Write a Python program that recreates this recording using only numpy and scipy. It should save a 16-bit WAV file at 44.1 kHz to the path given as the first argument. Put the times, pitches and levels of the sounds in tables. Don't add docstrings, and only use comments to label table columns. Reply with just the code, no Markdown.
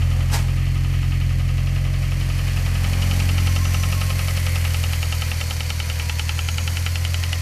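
import sys
import numpy as np
from scipy import signal
from scipy.fft import rfft, irfft, next_fast_len
from scipy.io import wavfile

SR = 44100
rng = np.random.default_rng(int(sys.argv[2]) if len(sys.argv) > 2 else 0)


def store_pcm(level_fs):
    pcm = np.round(np.clip(level_fs, -1, 1) * 32767).astype(np.int16)
    wavfile.write(sys.argv[1], SR, np.atleast_2d(pcm).T)


N = 326781
TIME = np.arange(N) / SR
GARAGE_T60_S = 0.48
# f/Hz, level/dB, t60/s, gain with the microphone leaning in/dB
COVER_MODES = [(512, -17.5, 0.027, -11), (747, -16, 0.035, -23), (862, -24, 0.04, 2),
               (1269, -9, 0.029, -16.5), (1346, -18.5, 0.022, 8), (1730, -10.5, 0.0061, 0.5),
               (2005, -14, 0.026, 2.5), (2256, -13.5, 0.021, 1), (2690, -1.5, 0.011, 0),
               (2890, -3.5, 0.012, 4), (3030, -4.5, 0.011, 5), (3646, -12, 0.012, -1),
               (4100, -8.5, 0.0048, 1.5), (5135, -9.5, 0.0073, -2), (5740, -18, 0.022, -3),
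               (7100, -15, 0.0046, 4), (9600, -16, 0.0064, -1)]


def exhaust(cam, place, lope_db_per_place=-1.5, waver_db=2.5, wander_rad=0.38):
    # t/s, level/dB
    boom = [(0.0, -18.5), (0.47, -22.5), (1.28, -21.5), (2.23, -24), (3.46, -18), (4.17, -22), (4.62, -20),
            (5.61, -25), (7.16, -21.5), (7.41, -23.5)]
    # multiple of the firing rate, level/dB at door, wing, cover
    drone_orders = [(1, -24.5, -25, -38), (3, -24, -28.5, -34.5)]
    weak_orders = [(4, -47.5, -34.5, -54), (5, -49.5, -48.5, -50), (6, -54, -44, -63), (7, -48, -52.5, -61),
                   (9, -62.5, -57.5, -84), (14, -58.5, -53, -56.5), (18, -62, -51, -84)]
    # f/Hz, level per line/dB
    lope_spectrum = [(22, -68), (33, -53), (55, -45.5), (76, -48), (100, -38.5), (120, -48), (160, -45.5),
                     (200, -57.5), (290, -58.5), (360, -82)]
    firing = 2 * np.pi * (4 * cam + np.interp(place, [0, 1, 2], [.25, 0, -.1]))
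    lag = np.interp(place, [0, 1, 2], [.95, .95, 0])
    drone = from_db(in_time(boom)[0]) * np.cos(2 * firing - lag)
    for order, *levels_db in drone_orders:
        drone += by_place(place, levels_db) * np.cos(round(order) * firing)
    for order, *levels_db in weak_orders:
        gain = by_place(place, levels_db) * from_db(waver_db * drift(1.13))
        drone += gain * np.cos(round(order) * firing + wander_rad * drift(4.6))
    cam_hz = (cam[-1] - cam[0]) * SR / N
    lope = 0
    for k in range(2, 33):
        if k % 4:
            phase = 2 * np.pi * (k * cam + rng.random()) + 1.12 * drift(2.04)
            lope += from_db(at_hz(lope_spectrum, k * cam_hz)) * np.cos(phase)
    return np.sqrt(2) * (drone + from_db(lope_db_per_place * place) * lope)


def lifter(cam, place, lean, strike_db=7.5, uneven_db=0.63, touch_db=-8.0, slack_s=0.00128,
           wander_db=0.6, bay_db=-3.0, bay_t60_s=0.059):
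    # gain/dB at door, wing, cover
    tick_gains_db = (-31.5, -23.5, -20.5)
    # t/s, half-length/s, gain/dB
    lulls = [(.72, .25, -5), (4.28, 0.17, -2), (5.97, .1, -3)]
    times = tick_times(cam)
    force_db = strike_db + uneven_db * rng.standard_normal(len(times))
    gap_s = slack_s + 6e-5 * rng.standard_normal(len(times))
    cover = 0
    for k, (hz, mode_db, t60, lean_db) in enumerate(COVER_MODES):
        touch, strike = from_db(force_db + mode_db + rng.standard_normal((2, len(times))))
        blows = click_train(times, touch * from_db(touch_db)) + click_train(times + gap_s, strike)
        gain = from_db(lean_db * lean + wander_db * drift(0.78))
        cover += (-1) ** k * gain * ring(blows, hz, t60)
    cover *= by_place(place, tick_gains_db) * swells(lulls)
    angle = np.pi / 2 * (place + .5 * drift(0.52))
    bay = np.cos(angle) * echoes(cover, bay_t60_s, .001491)
    bay += np.sin(angle) * echoes(cover, bay_t60_s, .0025)
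    direct = cover * by_place(place, [-11.0, -1.0, 0.0])
    return direct + from_db(bay_db) * bay * by_place(place, [0.0, 1.5, -2.5])


def garage_ticks(cam, place, room_db=-27.5, dull_hz=4000, pip_hz=1260, pip_db=-36.5):
    times = tick_times(cam) + 0.001977
    blows = lambda db: click_train(times, from_db(db + rng.standard_normal(len(times))))
    cover = sum(ring(blows(room_db), hz, t60) * from_db(db) for hz, db, t60, _ in COVER_MODES)
    dulled = signal.sosfilt(signal.butter(2, dull_hz, fs=SR, output="sos"), cover)
    angle = 1.5 * drift(1.5)
    near = np.cos(angle) * echoes(dulled, .15, .002) + np.sin(angle) * echoes(dulled, .15, .003)
    room = near + from_db(-3.0) * echoes(dulled, GARAGE_T60_S, .012)
    pip = echoes(ring(blows(pip_db), pip_hz, t60=.07), t60=.04, delay_s=.002)
    return room * by_place(place, [0.0, -1.0, -5.0]) + pip * by_place(place, [0.0, 5.0, -12.0])


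def valve_patter(cam, share, decay_turns=0.029):
    # angle after the tick/camshaft turns, relative strength/dB
    closings = [(.21, 22.5), (0.291, 27), (.43, -15), (.53, -8), (.605, 27.5), (.74, -25), (0.841, 7),
                (.93, 29)]
    power = sum(from_db(db) ** 2 * np.exp(-((cam - turn) % 1) / decay_turns) for turn, db in closings)
    return np.sqrt(np.maximum(1 + share * (power / power.mean() - 1), 0))


def belt_rush(cam, place, belt_gain, hiss_gain, belt_db=-3.5, hiss_db=0.5, beam_above_hz=8000):
    # f/Hz, relative density/dB
    belt_spectrum = [(1000, -18.5), (1500, -9), (1850, -2), (2200, -5), (2450, -0.5), (2700, -6),
                     (3050, -4), (3450, -12.5), (4300, -23)]
    hiss_spectrum = [(2500, -2), (3600, -4), (4500, 2.5), (5800, 1.5), (7200, -1), (8600, -3.5),
                     (9800, -2.5), (11500, -4.5), (13500, -4.5), (16000, -2.5)]
    # t/s, half-length/s, gain/dB
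    beams = [(4.4, 1, 4), (6.75, 0.35, 2)]
    hiss = coloured(hiss_spectrum)
    top = signal.sosfiltfilt(signal.butter(2, beam_above_hz, "high", fs=SR, output="sos"), hiss)
    hiss += top * (by_place(place, [-2.0, 0.0, -1.3]) * swells(beams) - 1)
    belt = from_db(belt_db + 1.6 * drift(15)) * coloured(belt_spectrum)
    hiss *= from_db(hiss_db + .5 * drift(7.9))
    rush = belt_gain * belt * valve_patter(cam, share=.065)
    rush += hiss_gain * hiss * valve_patter(cam, share=.18)
    detour_s = .0013 + .00012 * drift(.7)
    bounce = .1 * place
    return (rush + bounce * np.interp(TIME - detour_s, TIME, rush)) / np.sqrt(1 + bounce ** 2)


def block_rumble(cam, place, level_db=-4.5):
    # f/Hz, relative density/dB
    block_spectrum = [(25, 2), (120, 12), (250, 0.5), (370, -5), (530, 2.5), (700, -2), (920, -7.5),
                      (1200, -1), (1500, -20), (2200, -23)]
    # t/s, half-length/s, gain/dB
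    handling_swells = [(.15, 0.25, 6.5), (2.7, 0.65, 3)]
    block = coloured(block_spectrum)
    hollow = by_place(place, [-15.0, -6.0, -11.0]) * resonant(hz=710, width_hz=540)
    gain = swells(handling_swells) * from_db(level_db + drift(8.7))
    return gain * valve_patter(cam, share=.18) * (block + hollow)


def ringing_metal(cam, place):
    # t/s, half-length/s, gain/dB, f/Hz, width/Hz, level/dB at door, wing, cover
    parts = [(4.45, .25, 6, 2080, 320, -47, -43, -43.5), (5.35, .3, 3, 4380, 190, -54, -45.5, -46),
             (3.7, .3, 12, 5900, 110, -66, -53, -50), (6.5, .3, 16, 6620, 90, -69, -64, -57.5),
             (5.1, .25, 16, 6750, 160, -70, -66, -60)]
    metal = sum(by_place(place, levels_db) * swell(t, half_s, db) * resonant(hz, width_hz)
                for t, half_s, db, hz, width_hz, *levels_db in parts)
    return valve_patter(cam, share=.18) * metal


def accessory_whine(cam, place, flutter_db=3.5, slip_rad=0.9):
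    # t/s, half-length/s, gain/dB, multiple of firing rate, level/dB at door, wing, cover
    tones = [(4.2, 0.53, 7.5, 12, -56, -57, -55), (3.76, 0.55, 13, 24, -71, -59.5, -53)]
    firing = 2 * np.pi * 4 * cam
    whine = 0
    for t, half_s, db, order, *levels_db in tones:
        gain = by_place(place, levels_db) * swell(t, half_s, db) * from_db(flutter_db * drift(14))
        whine += gain * np.cos(round(order) * firing + slip_rad * drift(12))
    return np.sqrt(2) * whine


def scuff(rough_db=1.5, room_db=-10.0):
    # t/s, level/dB
    envelope = [(.29, -51), (.318, -38), (.333, -27), (.345, -25.5), (.362, -28), (.385, -36), (.43, -47),
                (.5, -75)]
    # f/Hz, width/Hz, level/dB
    resonances = [(334, 440, -5.5), (710, 59, -15), (840, 180, -5), (1140, 120, -22), (1640, 110, -9)]
    # f/Hz, relative density/dB
    grit = [(400, -16), (2200, 4.5), (2800, -1.5), (5500, 3), (9000, -1.5), (14000, -7)]
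    body = sum(from_db(db) * resonant(hz, width_hz) for hz, width_hz, db in resonances)
    slide = from_db(in_time(envelope)[0] + rough_db * drift(160)) * (body + coloured(grit))
    return slide + from_db(room_db) * echoes(slide, GARAGE_T60_S, 0.01)


def cam_turns(first_tick_s=.0156):
    # t/s, crankshaft speed/rpm
    idle_speed = [(0.0, 1282.8), (0.75, 1324.6), (1.5, 1295.4), (1.75, 1344.4), (2.75, 1313.2),
                  (3.0, 1349.0), (3.75, 1312.6), (4.0, 1352.2), (5.0, 1254.0), (5.25, 1253.0),
                  (6.0, 1213.9), (6.25, 1220.6), (6.75, 1286.9), (7.41, 1285.4)]
    turns = np.cumsum(in_time(idle_speed)[0]) / (2 * 60 * SR)
    return turns - np.interp(first_tick_s, TIME, turns)


def tick_times(cam):
    return np.interp(np.arange(int(cam[-1]) + 1), cam, TIME)


def from_db(db):
    return 10 ** (np.asarray(db) / 20)


def rms_one(x):
    return x / np.sqrt(np.mean(x ** 2) + 1e-20)


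def in_time(rows):
    times, *columns = np.transpose(rows)
    return [np.interp(TIME, times, column) for column in columns]


def at_hz(spectrum, hz):
    points_hz, levels_db = np.transpose(spectrum)
    return np.interp(np.log(hz + 1e-9), np.log(points_hz), levels_db)


def by_place(place, levels_db):
    return from_db(np.interp(place, np.arange(len(levels_db)), levels_db))


def swell(centre_s, half_s, peak_db):
    return from_db(peak_db * np.exp(-((TIME - centre_s) / half_s) ** 2))


def swells(rows):
    return np.prod([swell(*row) for row in rows], axis=0)


def drift(rate_hz):
    step, settle = 40, 2000
    r = np.exp(-2 * np.pi * rate_hz * step / SR)
    slow = signal.lfilter([1], [1, -2 * r, r * r], rng.standard_normal(N // step + settle + 2))[settle:]
    return np.interp(np.arange(N) / step, np.arange(len(slow)), rms_one(slow))


def coloured(spectrum):
    size = next_fast_len(N)
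    gain = from_db(at_hz(spectrum, np.fft.rfftfreq(size, 1 / SR)))
    return rms_one(irfft(rfft(rng.standard_normal(size)) * gain, size)[:N])


def resonant(hz, width_hz):
    r, w = np.exp(-np.pi * width_hz / SR), 2 * np.pi * hz / SR
    return rms_one(signal.lfilter([1, 0, -1], [1, -2 * r * np.cos(w), r * r], rng.standard_normal(N)))


def ring(clicks, hz, t60):
    r, w = from_db(-60 / (t60 * SR)), 2 * np.pi * hz / SR
    return signal.lfilter([0, np.sin(w)], [1, -2 * r * np.cos(w), r * r], clicks + 1e-18)


def click_train(times, sizes):
    at = np.round(times * SR).astype(int)
    inside = (at >= 0) & (at < N)
    return np.bincount(at[inside], sizes[inside], N)


def echoes(x, t60, delay_s):
    t = np.arange(int(t60 * SR)) / SR
    decay = from_db(-60 * t / t60)
    tail = rng.standard_normal(len(t))
    for _ in range(3):
        spectrum = rfft(tail * decay)
        tail = irfft(spectrum / np.abs(spectrum), len(t)) / np.maximum(decay, .05)
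    tail *= decay
    reflections = signal.fftconvolve(x, tail / np.linalg.norm(tail))
    return np.r_[np.zeros(int(delay_s * SR)), reflections][:N]


def scene():
    # t/s, place (0 door, 1 wing, 2 and up valve cover), lean over the cover (0-1)
    walk = [(0, 0.062, 0.51), (1.7, 0.09, 0), (3.1, 0.995, 0.39), (4.1, 1.23, 0), (5.3, 1.68, 0.18),
            (5.95, 2.5, 0.48), (6.15, 2.3, 0.99), (7.41, 2.8, 1)]
    # gain/dB at door, wing, cover
    running_gains_db = [(-42, -36.5, -39), (-40.5, -34, -38), (-44.5, -36, -35.5)]
    cam = cam_turns()
    place, lean = in_time(walk)
    block_gain, belt_gain, hiss_gain = [by_place(place, row) for row in running_gains_db]
    ticking = lifter(cam, place, lean) + garage_ticks(cam, place)
    tones = exhaust(cam, place) + accessory_whine(cam, place)
    running = ringing_metal(cam, place) + block_gain * block_rumble(cam, place)
    running += belt_rush(cam, place, belt_gain, hiss_gain)
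    return (tones + ticking + running + scuff())[None]


def record(dry, cutoff_hz=14000):
    return signal.sosfilt(signal.ellip(12, .1, 80, cutoff_hz, fs=SR, output="sos"), dry)


dry = scene()
out = record(dry)
store_pcm(out)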